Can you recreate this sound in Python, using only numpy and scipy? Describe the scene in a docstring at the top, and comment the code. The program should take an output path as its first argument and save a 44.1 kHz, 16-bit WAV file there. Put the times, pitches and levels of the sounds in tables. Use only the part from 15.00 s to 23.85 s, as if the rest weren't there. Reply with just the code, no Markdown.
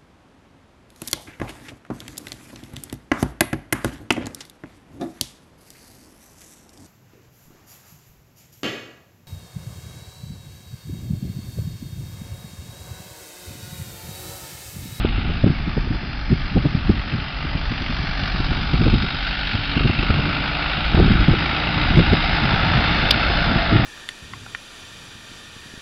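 """Tractor and hay machine in wind

A diesel tractor at the far end of a mown field turns, slows, then speeds up and draws nearer.
Firings drive exhaust tones and shaped noise in panel resonances; gears add hum, the hay machine whirr.
Steel clinks and squeaks are brief tones; gusty wind is coloured noise that rumbles and thumps on a
small microphone; the low-rate recorder keeps only a narrow band and clips."""
import sys
import numpy as np
from scipy import signal
from scipy.fft import rfft, irfft, next_fast_len
from scipy.io import wavfile
from scipy.ndimage import uniform_filter1d, map_coordinates

SR = 44100
rng = np.random.default_rng(int(sys.argv[2]) if len(sys.argv) > 2 else 0)


def invert_db(level):
    """Linear amplitude ratio for a level in decibels (20 dB per decade), elementwise."""
    return 10 ** (np.asarray(level, dtype=float) / 20)


def wav_out(sig):
    """Save sig, one row per channel (or a flat mono array), as 16-bit PCM at SR to the path in sys.argv[1]."""
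    wavfile.write(sys.argv[1], SR, np.round(np.clip(np.atleast_2d(sig).T, -1, 1) * 32767).astype(np.int16))


N = 390285

# Wind strength. Each row: time in seconds, deep rumble in dB, flutter in dB.
WIND = [(0, -17.5, -25), (1.1, -30, -30.5), (1.9, -23.5, -29.5), (2.2, -33.5, -35), (2.7, -27.5, -31.5),
        (3.4, -27.5, -32), (3.95, -19, -23), (4.15, -35.5, -34.5), (4.45, -29, -36), (5.2, -24, -25),
        (5.45, -32, -32.5), (5.8, -34, -30), (6, -17, -18), (6.35, -23, -24.5), (6.6, -43.5, -30),
        (6.95, -18.5, -18.5), (7.3, -28.5, -25), (8.4, -25.5, -24), (8.85, -24.5, -20)]
# Loudest thumps of wind on the microphone. Each row: centre in seconds, level in dB,
# length in seconds, edge in dB relative to the thump.
THUMPS = [(0.051, -19, 0.0071, 5.5), (0.442, -8.5, 0.0082, -7.5), (0.468, -12.5, 0.03, -11.5),
          (0.502, -13, 0.012, -20), (0.679, -15.5, 0.015, -38), (0.776, -16.5, 0.013, -7),
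          (0.914, -15, 0.011, -19), (1.323, -8.5, 0.017, -36), (1.571, -9, 0.021, -11.5),
          (1.657, -12.5, 0.02, -12.5), (1.752, -11, 0.0082, -25), (1.901, -3, 0.0061, -25),
          (2.141, -16.5, 0.016, -31), (2.449, -22, 0.014, -22), (2.555, -19.5, 0.017, -29),
          (2.717, -19.5, 0.011, -23), (2.907, -22, 0.017, -30), (3.095, -24, .012, -31),
          (3.406, -17, 0.018, -25), (3.518, -14.5, 0.0072, -25), (3.743, -10.5, 0.009, -17),
          (3.817, -14, 0.031, -14), (3.873, -14.5, 0.032, -6), (3.94, -10.5, 0.012, -13.5),
          (4.548, -18.5, 0.019, -21), (4.773, -11.5, 0.0093, -21), (4.81, -20.5, 0.0057, -3),
          (4.857, -12, 0.023, -18), (4.9, -14, 0.009, -7.5), (4.995, -19, 0.013, -19),
          (5.035, -24.5, 0.0093, -4), (5.103, -11, 0.012, -13.5), (5.141, -23, .008, -6),
          (5.19, -17.5, 0.02, -13), (5.413, -21.5, .014, -25), (5.947, -11, 0.01, -10),
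          (5.977, -17.5, 0.0075, 0), (5.998, -11, 0.038, -5.5), (6.081, -17.5, 0.011, -4.5),
          (6.111, -8.5, 0.022, -22), (6.29, -4.5, 0.0087, -15), (6.338, -16.5, 0.013, -6.5),
          (6.911, -13, 0.01, -31), (6.969, -11, 0.025, -24), (6.996, -7.5, 0.02, -15),
          (7.134, -10.5, .018, -6.5), (7.541, -14.5, 0.0078, -11), (7.76, -15.5, 0.045, -21),
          (8.563, -15, 0.016, -19), (8.727, -11, .016, -17), (8.758, -12, 0.018, -12),
          (8.796, -13.5, 0.0078, -19)]
# Wind spectra, of which only the shape counts. Each row: frequency in Hz, density in dB per Hz.
RUMBLE_SPECTRUM = [(8, -24), (20, -2.5), (40, 3.5), (70, -4.5), (140, -21), (300, -76.5)]
FLUTTER_SPECTRUM = [(30, -15.5), (80, 0.5), (150, -1.5), (250, -7.5), (350, -16), (500, -33), (1200, -72.5)]
EDGE_SPECTRUM = [(150, -29.5), (330, 5), (500, -5.5), (750, -13.5), (1200, -26.5), (2500, -66)]
WAKE_DB, WAKE_S = -10, 0.04  # flutter trailing each thump: level relative to it, decay time

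# Recorder response: low sample rate, steep cutoff with faint images above.
# Each row: frequency in Hz, gain in dB.
RECORDER_RESPONSE = [(5050, 0), (5500, -13.5), (5750, -12.5), (6050, -19), (6350, -46), (7000, -110)]

# Faint squeaks of metal on metal. Each row: centre in seconds, frequency in Hz, level in dB.
SQUEAKS = [(.559, 2170, -41), (.661, 2170, -41.5)]
SQUEAK_S = 0.032

# A stone or tine strikes steel. Each row: start in seconds, level in dB.
CLINKS = [(8.1083, -1), (8.1098, 0)]
# Ringing modes of the steel. Each row: frequency in Hz, mean level in dB, T60 in seconds.
STEEL_MODES = [(2920, -7, 0.013), (3480, -6, 0.013), (3880, -8, 0.015), (4550, -6.5, 0.008)]
CRACK_DB, CRACK_T60_S = -4.5, 0.024  # bare snap of each strike: level relative to it, decay

# Engine speed. Each row: time in seconds, mean firing rate in Hz.
FIRING_RATE = [(0, 57), (.55, 56.5), (.9, 49.5), (1.5, 48.6), (3.55, 48.2), (4.6, 49.3), (5.35, 54.2),
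               (6.83, 56.4), (8.45, 56.97), (8.85, 54.2)]
# Tractor as heard. Each row: time in seconds, clatter in dB, aspect (0 side-on, 1 head-on,
# 2 close and turning away; limited to 0-2), share of knocks against whirr from 0 to 1.
TRACTOR = [(0, -31, 1.2, 0.4), (.9, -34.5, -0.15, 0.35), (2.3, -31, 0.5, 0.49), (3.2, -28.5, 0, 0.56),
           (4.2, -28.5, 1.44, 0.61), (5, -25, 1.1, 0.56), (6, -24, 1.1, 0.46), (7, -22.5, 1.5, 0.53),
           (7.9, -20, 1.8, 0.36), (8.85, -22, 2.5, 0.34)]
# Gearbox hum, joined by an equal tone an octave below.
# Each row: time in seconds, frequency in Hz, mean level in dB over the clatter.
GEARS = [(0, 278, -16), (4.3, 280.2, -16.5), (4.9, 282.5, -12), (5.5, 295, -15.5), (6.6, 301.4, -14),
         (7.7, 297.3, -16), (8.85, 295.6, -24.5)]
# Whine that comes out as the tractor turns close by. Each row: time in seconds, mean level in dB.
WHINE = [(6, -56.5), (7.8, -43.5), (8.3, -37.5), (8.7, -32.5), (8.85, -36)]
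WHINE_MULTIPLE = 12.15  # of the firing rate

# Exhaust tones. Each row: multiple of the firing rate, mean relative level in dB.
EXHAUST_ORDERS = [(.5, -11), (1, 0), (2, -12.5), (3, -4.5), (4, -9.5), (5, -18)]
EXHAUST_DB = -7  # over the clatter, when that is at its mean dB
EXHAUST_GROWS = 0.6  # share of the clatter's rise in dB that the exhaust follows
# Resonances of block, bonnet and machine. Each row: frequency in Hz, half width in Hz,
# relative level in dB side-on, head-on and close.
PANELS = [(352, 120, -12, -12, -10), (588, 54, -8.5, -12, -7.5), (800, 135, -1.5, -3, -2),
          (1190, 98, -2.5, -5, -6), (1427, 136, -2.5, 1, -1.5), (1722, 150, -1, -6.5, -4.5),
          (2093, 145, -4.5, -3, -4), (2336, 90, -4.5, -2.5, -11), (2690, 216, -5, -1.5, -6.5),
          (3135, 240, -7, -5.5, -10.5), (3520, 100, -6.5, -6, -6), (3800, 85, -11, -2.5, -10),
          (4227, 216, -8.5, -9.5, -12.5), (4913, 390, -9, -12, -14.5), (5970, 500, -12.5, -19, -21.5)]
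# Clatter treble, swelling and fading as the tractor turns. Each row: time in seconds, gain in dB.
TREBLE = [(0, -0.65), (1.2, 0.18), (2.2, -1.3), (3, 0.95), (4.4, 3.1), (4.9, -1), (6.8, 0), (8.85, -0.21)]
TREBLE_EDGE_HZ = 3100
# Ring of every second firing. One row: frequency in Hz, half width in Hz.
TAPPET_RING = (2650, 120)
TAPPET_DB = -13  # over the clatter, before the knock share scales it


def unit(x):
    """Brings x to rms 1."""
    return x / np.sqrt(np.mean(x ** 2) + 1e-20)


def curves(rows):
    """One value per sample for each column after the time."""
    s, *cols = np.transpose(rows)
    return [np.interp(np.arange(N) / SR, s, col) for col in cols]


def wobble(rate_hz):
    """Smooth random curve with rate_hz knots a second."""
    knots = rng.standard_normal(int(N * rate_hz / SR) + 4)
    return map_coordinates(knots, [np.arange(N) * rate_hz / SR])


def coloured(x, response):
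    """x filtered by a gain that depends on frequency."""
    m = next_fast_len(N + 8192)
    return irfft(rfft(x, m) * response(np.fft.rfftfreq(m, 1 / SR)), m)[..., :N]


def slope(points):
    """Gain through (Hz, dB) points on a log frequency axis."""
    hz, db = np.transpose(points)
    return lambda f: invert_db(np.interp(np.log(f + 1), np.log(hz + 1), db))


def shaped_noise(points):
    """White noise coloured through (Hz, dB) points, rms 1."""
    return unit(coloured(rng.standard_normal(N), slope(points)))


def tone(cycles):
    """Sine of rms 1 from a running count of cycles, its phase shaken by gusty air."""
    return np.sqrt(2) * np.sin(2 * np.pi * (cycles + rng.random() + 0.053 * wobble(14)))


def patchy(flicker_db, drift_db):
    """White noise whose narrow bands flicker and drift, as moving air and a turning source make them."""
    z = signal.stft(rng.standard_normal(N + 512), nperseg=512)[2]

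    def field(frames):
        across = uniform_filter1d(rng.standard_normal(z.shape), size=3, axis=0)
        return unit(uniform_filter1d(across, size=frames, axis=1))

    gain = invert_db(flicker_db * field(14) + drift_db * field(90))
    return unit(signal.istft(z * gain, nperseg=512)[1][:N])


def wind():
    """Eddies press on the membrane: lumpy rumble and flutter, and thumps with sharper, higher edges."""
    rumble_db, flutter_db = curves(WIND)
    lumps, flicks = wobble(22), wobble(70)
    rumble = invert_db(rumble_db) * unit(invert_db(3.3 * wobble(11)) * shaped_noise(RUMBLE_SPECTRUM))
    gusts = shaped_noise(FLUTTER_SPECTRUM) + invert_db(-19 + 1.8 * flicks) * shaped_noise(EDGE_SPECTRUM)
    flutter = invert_db(flutter_db) * unit(invert_db(3.8 * lumps + 2.5 * flicks) * gusts)
    return thumps(rumble + flutter)


def thumps(out):
    """Adds bell-shaped bursts of flutter, each with an edge bunched at the crest and a decaying wake."""
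    thud, edge = shaped_noise(FLUTTER_SPECTRUM), shaped_noise(EDGE_SPECTRUM)
    trail = unit(invert_db(2.6 * wobble(70)) * shaped_noise(FLUTTER_SPECTRUM))
    for s, db, length_s, edge_db in THUMPS:
        span = slice(max(round((s - 0.15) * SR), 0), round((s + 0.2) * SR))
        t = np.arange(N)[span] / SR - s
        bell = np.exp(-2 * (t / length_s) ** 2)
        energy = np.sum(bell ** 2)
        body = bell * thud[span]
        crest = bell ** 3 * edge[span]
        # both parts scaled to the energy of the bell
        body = body * np.sqrt(energy / np.sum(body ** 2))
        crest = crest * np.sqrt(energy / np.sum(crest ** 2))
        wake = (t > 0) * (1 - bell) * np.exp(-abs(t) / WAKE_S) * trail[span]
        out[span] += invert_db(db) * (body + invert_db(edge_db) * crest + invert_db(WAKE_DB) * wake)
    return out


def squeaks():
    """Metal rubs on metal: brief wavering tones with soft ends."""
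    out = np.zeros(N)
    for s, hz, db in SQUEAKS:
        t = np.arange(N) / SR - s
        fade = np.exp(-(2 * t / SQUEAK_S) ** 4)
        out += invert_db(db) * fade * tone(np.cumsum(hz + 70 * wobble(140)) / SR)
    return out


def clinks():
    """Struck steel: decaying modes and a bright noise snap."""
    out, t = np.zeros(N + SR), np.arange(SR // 10) / SR
    snap = unit(coloured(np.diff(rng.standard_normal(N + 2), n=2), slope(RECORDER_RESPONSE)))
    for s, db in CLINKS:
        start = round(s * SR)
        ring = np.zeros(len(t))
        for hz, mode_db, t60_s in STEEL_MODES:
            decay = invert_db(mode_db + rng.normal(0, 2.8) - 60 * t / t60_s)
            ring += decay * np.sin(2 * np.pi * (hz * t + rng.random()))
        crack = invert_db(CRACK_DB - 60 * t / CRACK_T60_S) * snap[start:][:len(t)]
        attack = 1 - np.exp(-t / 0.000095)
        out[start:][:len(t)] += invert_db(db) * (ring + crack) * attack
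    return out[:N]


def driveline(fired, clatter_db):
    """Gear teeth hum and something whines; the tones waver in strength."""
    hz, db = curves(GEARS)
    teeth = np.cumsum(hz) / SR
    hum = invert_db(clatter_db + db + 2.5 * wobble(16)) * (tone(teeth) + tone(teeth / 2))
    whine = invert_db(curves(WHINE)[0] + 2.2 * wobble(18)) * tone(WHINE_MULTIPLE * fired)
    return hum + whine


def panel_gain(f):
    """Gain of the panel resonances for each of the three aspects; their powers add."""
    power = 0
    for hz, half_width_hz, *db in PANELS:
        power = power + invert_db(np.array(db)[:, None]) ** 2 / (1 + ((f - hz) / half_width_hz) ** 4)
    return np.sqrt(power)


def panel_clatter(source, aspect):
    """Panels colour the source; the colour fades from one aspect to the next as the tractor turns."""
    parts = np.clip(1 - abs(np.clip(aspect, 0, 2) - np.arange(3)[:, None]), 0, 1)
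    views = coloured(source, panel_gain)
    clatter = sum(part * unit(view) for part, view in zip(parts, views))
    treble = coloured(clatter, lambda f: 1 / (1 + (TREBLE_EDGE_HZ / (f + 1)) ** 8))
    return clatter + (invert_db(curves(TREBLE)[0]) - 1) * treble


def engine(fired, clatter_db, aspect, share):
    """Each firing puffs through the exhaust and knocks the block; fan and machine add steady whirr."""
    exhaust = sum(invert_db(db + 2.5 * wobble(3.345)) * tone(k * fired) for k, db in EXHAUST_ORDERS)
    exhaust_db = EXHAUST_DB + (EXHAUST_GROWS - 1) * (clatter_db - clatter_db.mean())
    stroke = fired.astype(int)
    odd = stroke % 2
    chance = rng.standard_normal((stroke[-1] + 1, 2))[stroke]
    phase = fired - stroke
    knock = (1 - np.exp(-phase / 0.063)) * np.exp(-phase / 0.37)
    # cylinders differ: every second knock is weaker, and each varies by chance
    bursts = unit(invert_db(-2.5 * (1 - odd) + 2.0 * chance[:, 0]) * knock)
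    whirr = np.sqrt(np.clip(1 - share ** 2, 0, 1))
    source = (share * bursts + whirr) * patchy(flicker_db=0.2, drift_db=1.16)
    clatter = panel_clatter(source, aspect)
    ring_hz, half_width_hz = TAPPET_RING
    taps = odd * invert_db(6.3 * chance[:, 1]) * knock * rng.standard_normal(N)
    tappet = unit(coloured(taps, lambda f: 1 / (1 + ((f - ring_hz) / half_width_hz) ** 2)))
    return invert_db(clatter_db) * (clatter + invert_db(exhaust_db) * exhaust + invert_db(TAPPET_DB) * share * tappet)


def tractor():
    """Engine and driveline on one running count of firings, whose rate wavers slightly."""
    fired = np.cumsum(curves(FIRING_RATE)[0] * (1 + 0.00399 * wobble(6))) / SR
    clatter_db, aspect, share = curves(TRACTOR)
    return engine(fired, clatter_db, aspect, share) + driveline(fired, clatter_db)


def scene():
    """Wind on the microphone, squeaks and clinks, and the tractor; one channel."""
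    return (wind() + squeaks() + clinks() + tractor())[None]


def top_cut(x):
    """Nothing passes above the cut-off."""
    return signal.sosfilt(signal.butter(12, 15800, fs=SR, output="sos"), x)


def record(dry):
    """The low-rate recorder clips and keeps a narrow band; what still overshoots is clipped once more."""
    x = coloured(np.clip(dry, -0.74, 0.74), slope(RECORDER_RESPONSE))
    x = np.clip(x, -0.715, 0.715) - 0.0027  # small DC offset
    return top_cut(x)


dry = scene()
out = record(dry)
wav_out(out)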